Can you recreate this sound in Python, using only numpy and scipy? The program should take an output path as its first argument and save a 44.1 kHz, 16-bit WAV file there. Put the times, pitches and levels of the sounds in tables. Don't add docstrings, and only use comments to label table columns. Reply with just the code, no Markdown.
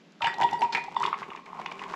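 import sys
import numpy as np
from scipy import signal
from scipy.io import wavfile

SR = 44100
rng = np.random.default_rng(int(sys.argv[2]) if len(sys.argv) > 2 else 0)


def wav_record(signal):
    frames = np.transpose(np.atleast_2d(signal))
    bounded = np.clip(frames, -1, 1)
    quanta = np.round(bounded * 32767).astype(np.int16)
    wavfile.write(sys.argv[1], SR, quanta)


N = 85995
TURN_S = .95


def amp(db):
    return 10 ** (np.asarray(db) / 20)


def at_hz(points, hz):
    point_hz, value = np.transpose(points)
    return np.interp(np.log(hz + 1), np.log(point_hz + 1), value)


def add(mix, start_s, sound):
    part = mix[round(start_s * SR):][:len(sound)]
    part += sound[:len(part)]


def colour(x, spectrum):
    size = 4096
    log_gain = np.log(amp(at_hz(spectrum, abs(np.fft.fftfreq(size, 1 / SR)))))
    taps = np.fft.ifft(np.exp(np.conj(signal.hilbert(log_gain)))).real[:size // 2]
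    return signal.fftconvolve(x, taps)[:len(x)]


def fade(t, t60_s):
    return np.exp(-np.log(1000) * t / t60_s)


def rise(t, rise_s=.00071):
    return 1 - np.exp(-t / rise_s)


def swell(t, peak_s):
    return (t / peak_s * np.exp(1 - t / peak_s)) ** 2.9


# frequency in Hz, gain in dB.
FLOOR_SPECTRUM = [(30, -42), (105, -47.5), (135, -24.5), (162, -6), (215, -8.5), (310, -12.5), (480, -17.5),
                  (600, -17), (800, -24.5), (1900, -25), (3200, -27.5), (5500, -35.5), (7500, -42),
                  (9000, -65), (11000, -47), (13000, -69)]


def room_tone():
    noise = colour(rng.standard_normal(N + SR), FLOOR_SPECTRUM)[SR:]
    return amp(-56.5) * noise / np.sqrt(np.mean(noise ** 2))


# frequency in Hz, T60 in seconds.
ROOM_DECAY = [(150, 0.26), (1000, 0.28), (4000, 0.43), (12000, 0.2)]


def kitchen_reverb(x):
    size = SR // 2
    noise = rng.standard_normal(size) * (np.arange(size) > .005 * SR)
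    hz, t, bands = signal.stft(noise, SR, nperseg=256)
    tail = signal.istft(bands * fade(t, at_hz(ROOM_DECAY, hz)[:, None]), SR)[1]
    return signal.fftconvolve(x, tail / np.linalg.norm(tail))[:N]


def collisions(gain, spectrum, per_s=1500):
    size = amp(3.5 * np.minimum(rng.exponential(1, N), 4))
    train = size * rng.choice([-1., 1.], N) * (rng.random(N) < per_s / SR)
    return colour(train * gain, spectrum) / np.std(colour(train, spectrum))


# time in seconds, relative hollow and rustle levels in dB.
STIRRING = [(.208, -22.5, -112), (.26, -44, -63), (.36, -34.5, -55), (.7, -36, -62), (.91, -46, -56),
            (1.04, -35.5, -69), (1.25, -37, -58.5), (1.38, -48.5, -58.5), (1.445, -49.5, -74),
            (1.475, -38.5, -60.5), (1.6, -35.5, -57.5), (1.77, -41, -57), (1.95, -37, -52)]
# centre and half length in seconds, relative bass, body and
# crunch levels in dB.
HEAP_SHOVES = [(0.251, 0.033, -48, -43.5, -39), (0.419, 0.018, -46.5, -37, -33.5),
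               (0.451, 0.017, -48, -37, -69), (0.53, 0.041, -50.5, -42, -51.5),
               (0.628, 0.031, -49, -38.5, -47), (0.76, 0.032, -61, -42.5, -38.5),
               (1.004, 0.048, -60.5, -51.5, -49.5), (1.067, 0.041, -62, -38.5, -46.5),
               (1.204, 0.03, -62, -46, -46), (1.289, 0.0081, -64, -43.5, -78),
               (1.601, 0.023, -91, -58, -49.5), (1.713, 0.012, -83, -66, -53),
               (1.818, 0.049, -74, -68, -49.5), (1.926, 0.045, -74, -62, -47)]
# frequency in Hz, gain in dB.
RUSTLE_SPECTRUM = [(300, 9.5), (1050, 29.5), (1600, 11.5), (2300, 20.5), (3500, 5.5), (4200, 2.5),
                   (7300, -0.5), (9000, -11.5), (11000, -20), (12500, -15), (15000, -40)]
CRUNCH_SPECTRUM = [(300, -13.5), (1500, 19), (2400, 10), (4500, 5.5), (7300, -3.5), (9000, -16),
                   (11000, -12.5), (15000, -56.5)]
BASS_SPECTRUM = [(25, -30), (50, -20.5), (82, 10), (108, 7.5), (135, 11), (170, 12), (300, -42.5)]
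BODY_SPECTRUM = [(90, -26.5), (130, -7), (178, 3), (240, 0), (310, -2.5), (385, 9), (470, 0), (600, -11),
                 (1200, -38.5)]
HOLLOW_SPECTRUM = [(300, -54), (620, -9.5), (860, 4), (1000, -2.5), (1065, 13.5), (1135, 1.5), (1300, -6.5),
                   (1500, -10), (2500, -47), (5000, -50)]
# frequency in Hz, gain in dB.
WALL_SPECTRUM = [(840, 0.5), (905, -4), (946, 4.5), (985, -3), (1050, -17), (1350, 1.5)]


def heap():
    t = np.arange(N) / SR
    times_s, *curves_db = np.transpose(STIRRING)
    in_cup, stir = (amp(np.interp(t, times_s, db, left=-np.inf)) for db in curves_db)
    bass_gain, body_gain, crunch_gain = sum(
        np.outer(amp(levels_db), np.exp(-((t - centre_s) / half_s) ** 2))
        for centre_s, half_s, *levels_db in HEAP_SHOVES)
    lowered = [(.885 * hz, db) for hz, db in HOLLOW_SPECTRUM]
    down = colour(collisions(in_cup * (t <= TURN_S), lowered), WALL_SPECTRUM)
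    turned = collisions(in_cup * (t > TURN_S), HOLLOW_SPECTRUM)
    rustle = amp(6.5) * collisions(stir, RUSTLE_SPECTRUM)
    crunch = amp(-1.5) * collisions(crunch_gain, CRUNCH_SPECTRUM, per_s=670)
    bass = amp(-1.5) * collisions(bass_gain + amp(-18.5) * stir, BASS_SPECTRUM)
    body = amp(-4.5) * collisions(body_gain + amp(7.5) * stir, BODY_SPECTRUM)
    return amp(-9) * (down + turned) + rustle + crunch + bass + body


# start in seconds, level in dB, pitch in Hz, relative octave level in dB.
STEEL_RUBS = [(0.59, -43.5, 4710, -9)]


def squeak():
    out, t = np.zeros(N), np.arange(SR // 16) / SR
    for start_s, db, hz, octave_db in STEEL_RUBS:
        phase = 2 * np.pi * hz * t
        tone = np.sin(phase) + amp(octave_db) * np.sin(2 * phase)
        add(out, start_s, amp(db) * swell(t, peak_s=.0044) * tone)
    return out


def burst(t60_s, spectrum, centre_hz=None):
    t = np.arange(SR // 4) / SR
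    envelope = rise(t, rise_s=.001) * fade(t, t60_s)
    x = colour(envelope * rng.choice([-1., 1.], len(t)), spectrum)
    if centre_hz:
        x = signal.lfilter(*signal.iirpeak(centre_hz, Q=4.2, fs=SR), x)
    return x / np.linalg.norm(x) * np.linalg.norm(envelope / envelope.max()) / np.sqrt(2)


# start in seconds, level in dB.
NUT_TICKS = [(0.121, -55.5), (0.221, -39), (0.268, -34.5), (0.3395, -40), (0.383, -42.5), (0.414, -42),
             (.421, -38), (0.437, -35), (0.5104, -42), (0.532, -37.5), (0.608, -40), (0.619, -38),
             (0.636, -41), (0.733, -39), (0.7481, -30), (0.8391, -41), (0.92, -51.5), (0.945, -46.5),
             (0.999, -39), (1.023, -34.5), (1.039, -39), (1.063, -37), (1.361, -46.5), (1.458, -49),
             (1.614, -46), (1.711, -47), (1.722, -43.5), (1.836, -46.5), (1.939, -51)]
# frequency in Hz, gain in dB.
TICK_SPECTRUM = [(300, -34), (2000, 5), (4500, 8), (7300, 1), (9000, -14.5), (11500, -11.5), (15000, -30)]


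def ticks():
    out = np.zeros(N)
    for start_s, db in NUT_TICKS:
        add(out, start_s, amp(db) * burst(t60_s=.014, spectrum=TICK_SPECTRUM))
    return out


# start in seconds, level in dB, centre in Hz, T60 in seconds.
NUT_CLACKS = [(.2188, -22.5, 2930, 0.035), (0.2434, -21.5, 2770, 0.037), (0.258, -25.5, 2680, 0.043),
              (.267, -23, 1760, 0.14), (.331, -28, 1790, 0.0083), (0.3407, -39, 3880, 0.023),
              (0.417, -25.5, 2460, 0.019), (0.4313, -22, 3300, 0.012), (0.489, -34, 2700, 0.053),
              (0.6184, -24.5, 2610, 0.022), (0.637, -50, 4100, 0.072), (0.647, -31.5, 2440, 0.016),
              (0.723, -31, 4750, 0.1), (.748, -18, 2330, 0.035), (.752, -29.5, 2210, 0.12),
              (1.032, -27.5, 2180, 0.053), (1.035, -27.5, 2810, 0.036), (1.061, -27, 3530, 0.021),
              (1.074, -36.5, 2260, 0.075), (1.129, -35, 2330, 0.051), (1.142, -29, 2250, 0.0097),
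              (1.228, -35.5, 2240, 0.069), (1.3028, -35.5, 2800, 0.019), (1.333, -37, 2600, 0.014),
              (1.361, -38, 2450, 0.014), (1.372, -41.5, 2350, 0.04), (1.461, -42.5, 1970, 0.05),
              (1.614, -41, 2340, 0.043), (1.6593, -27.5, 2400, 0.015), (1.661, -28, 3230, 0.0084),
              (1.715, -31, 2450, 0.025), (1.793, -33.5, 2530, 0.018), (1.8153, -37, 1940, 0.089),
              (1.837, -34, 2730, 0.015), (1.937, -30.5, 1690, 0.025)]
# frequency in Hz, gain in dB.
CLACK_SPECTRUM = [(100, -25), (500, 10), (800, 17.5), (3500, 1), (4400, -6.5), (7000, -12.5), (10000, -30),
                  (15000, -30)]


def clacks():
    out = np.zeros(N)
    for start_s, db, centre_hz, t60_s in NUT_CLACKS:
        add(out, start_s, amp(db) * burst(t60_s, CLACK_SPECTRUM, centre_hz))
    return out


# frequency in Hz, gain in dB, T60 in seconds.
CUP_MODES = [(945, -1, .35), (1911, -4, .5), (1972, -5, .45), (2867, -8, .14), (2926, -11, .12),
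             (3290, -12, .16), (3533, -2, .34)]
BOWL_MODES = [(392, -5, .3), (888, -4, .5), (1297, -7, .22), (1697, -11, .25), (1755, -8, .28),
              (1912, -10, .3), (2030, -9, .3), (2150, -11, .25), (2313, -8, .22), (2445, 0, .24),
              (2590, -12, .2), (4020, -13, .12), (4373, -10, .1)]
# start in seconds, cup, bowl and sheen gains in dB, focus in Hz.
CONTACTS = [(.219, -42.5, -34.5, -54, 2780), (.242, -38, -45, -54.5, 2580), (.268, -27, -38, -49.5, 1760),
            (.419, -28.5, -61, -57, 1930), (.433, -33.5, -47, -63, 3780), (.526, -33.5, -61, -57, 2040),
            (0.617, -61, -42.5, -52.5, 2353), (.724, -57, -29.5, -63, 4400), (.750, -45, -26, -63, 2490),
            (0.9635, -32.5, -68, -57, 3700), (1.038, -36.5, -37, -54, 2660), (1.059, -38.5, -52, -62, 3700),
            (1.661, -43, -48, -85, 3440)]


def clanks():
    out, t = np.zeros(N), np.arange(SR // 2) / SR
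    width_octaves = .57
    for start_s, cup_db, bowl_db, _, focus_hz in CONTACTS:
        damping = fade(t, t60_s=.25) if start_s > TURN_S else 1
        for modes, db in ((CUP_MODES, cup_db), (BOWL_MODES, bowl_db)):
            for hz, mode_db, t60_s in modes:
                weight = 1 / (1 + abs(np.log2(hz / focus_hz) / width_octaves) ** 2.16)
                ring = rise(t) * fade(t, t60_s) * np.sin(2 * np.pi * hz * t)
                add(out, start_s, amp(db + mode_db) * weight * damping * ring)
    return out


# frequency in Hz, gain in dB.
SHEEN_MODES = [(3565, 0), (4574, 1), (4910, -2), (5257, -2), (5351, -3), (5502, -3), (7434, -5), (7970, -9),
               (9850, -16)]


def sheen():
    out, t = np.zeros(N), np.arange(SR // 3) / SR
    envelope = rise(t) * fade(t, t60_s=.19)
    for start_s, _, _, db, _ in CONTACTS:
        for hz, mode_db in SHEEN_MODES:
            gain = amp(db + mode_db + rng.uniform(-7.5, 2.5))
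            add(out, start_s, gain * envelope * np.sin(2 * np.pi * (hz * t + rng.random())))
    return out


# start in seconds, level in dB, pitch in Hz, time to peak in seconds.
CUP_KNOCKS = [(0.2063, -26.5, 1176, 0.0031), (.216, -26, 936, 0.011), (.242, -20.5, 815, 0.0027),
              (0.25, -17, 924, 0.0053), (.262, -18.5, 927, 0.0063), (0.277, -30, 940, 0.0035),
              (.340, -31, 865, 0.0049), (.383, -22.5, 885, 0.0024), (0.393, -19, 965, 0.0026),
              (0.404, -16, 873, 0.0016), (.410, -13.5, 950, 0.0045), (.421, -13, 882, 0.0028),
              (.432, -14.5, 848, 0.0032), (.4365, -14, 927, 0.0035), (0.4428, -13.5, 930.4, 0.0049),
              (.516, -27, 910, 0.0041), (.528, -17.5, 864, 0.0036), (.538, -20, 931, 0.0049),
              (.596, -27, 905, 0.0043), (.608, -23.5, 890, 0.0042), (.617, -16, 854, 0.0028),
              (0.623, -11.5, 933, 0.0047), (.641, -16, 967, 0.0035), (.683, -30, 927, 0.011),
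              (0.721, -29, 909, 0.012), (.748, -20, 927, 0.0023), (.773, -23, 912, .0035),
              (0.782, -20, 967, 0.0018), (0.843, -31, 930, 0.0034), (.879, -29, 840, 0.0053),
              (0.944, -32, 922, 0.0066), (0.965, -12.5, 966, 0.0027), (0.995, -35, 850, .003),
              (1.0045, -20.5, 947, 0.003), (1.013, -19.5, 980, 0.0043), (1.03, -17.5, 1163, 0.0026),
              (1.051, -14.5, 1030, 0.0028), (1.072, -24, 1040, 0.0017), (1.079, -20.5, 987, 0.0033),
              (1.1281, -14, 1137, 0.0019), (1.1389, -21, 1073, 0.0024), (1.219, -25, 1010, 0.0012),
              (1.224, -29.5, 1103, 0.004), (1.317, -28, 1070, 0.0015), (1.322, -32, 1115, 0.0028),
              (1.349, -28.5, 1030, 0.0019), (1.391, -35.5, 1062, 0.0023), (1.530, -27.5, 1026, 0.0018),
              (1.549, -32, 941, 0.0017), (1.589, -29, 1013, 0.0035), (1.597, -26.5, 810, 0.0019),
              (1.614, -31, 1044, 0.0034), (1.660, -26, 990, 0.0023), (1.719, -27, 1001, 0.0013),
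              (1.816, -29.5, 1020, 0.0023), (1.827, -26.5, 1140, 0.00079), (1.837, -36, 1070, 0.0032),
              (1.858, -31.5, 1032, 0.0055), (1.937, -23, 1032, 0.0024)]
# pitch ratio, gain facing down in dB, gain once turned in dB.
HOLLOW_OVERTONES = [(2.03, -41.5, -20.5), (3.1, -37, -31)]


def knocks():
    down, turned, t = np.zeros(N), np.zeros(N), np.arange(SR // 16) / SR
    for start_s, db, hz, peak_s in CUP_KNOCKS:
        faces_down = start_s < TURN_S
        tone = np.sin(2 * np.pi * hz * t)
        for ratio, down_db, turned_db in HOLLOW_OVERTONES:
            overtone = np.sin(2 * np.pi * (ratio * hz * t + rng.random()))
            tone += amp(down_db if faces_down else turned_db) * overtone
        add(down if faces_down else turned, start_s, amp(db) * swell(t, peak_s) * tone)
    return colour(down, WALL_SPECTRUM) + turned


def scene():
    scoop = knocks() + clanks() + sheen() + clacks() + ticks() + squeak() + heap()
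    return (room_tone() + scoop + amp(-11.5) * kitchen_reverb(scoop))[None]


def record(dry):
    notch_hz, roll_off_hz, edge_hz = 9100, 11000, 15200
    x = signal.lfilter(*signal.iirnotch(notch_hz, Q=31, fs=SR), dry)
    x = signal.lfilter(*signal.butter(2, roll_off_hz, fs=SR), x)
    band_limit = signal.firwin(511, edge_hz, window=("kaiser", 9), fs=SR)
    return signal.oaconvolve(x, band_limit[None], "same")


dry = scene()
out = record(dry)
wav_record(out)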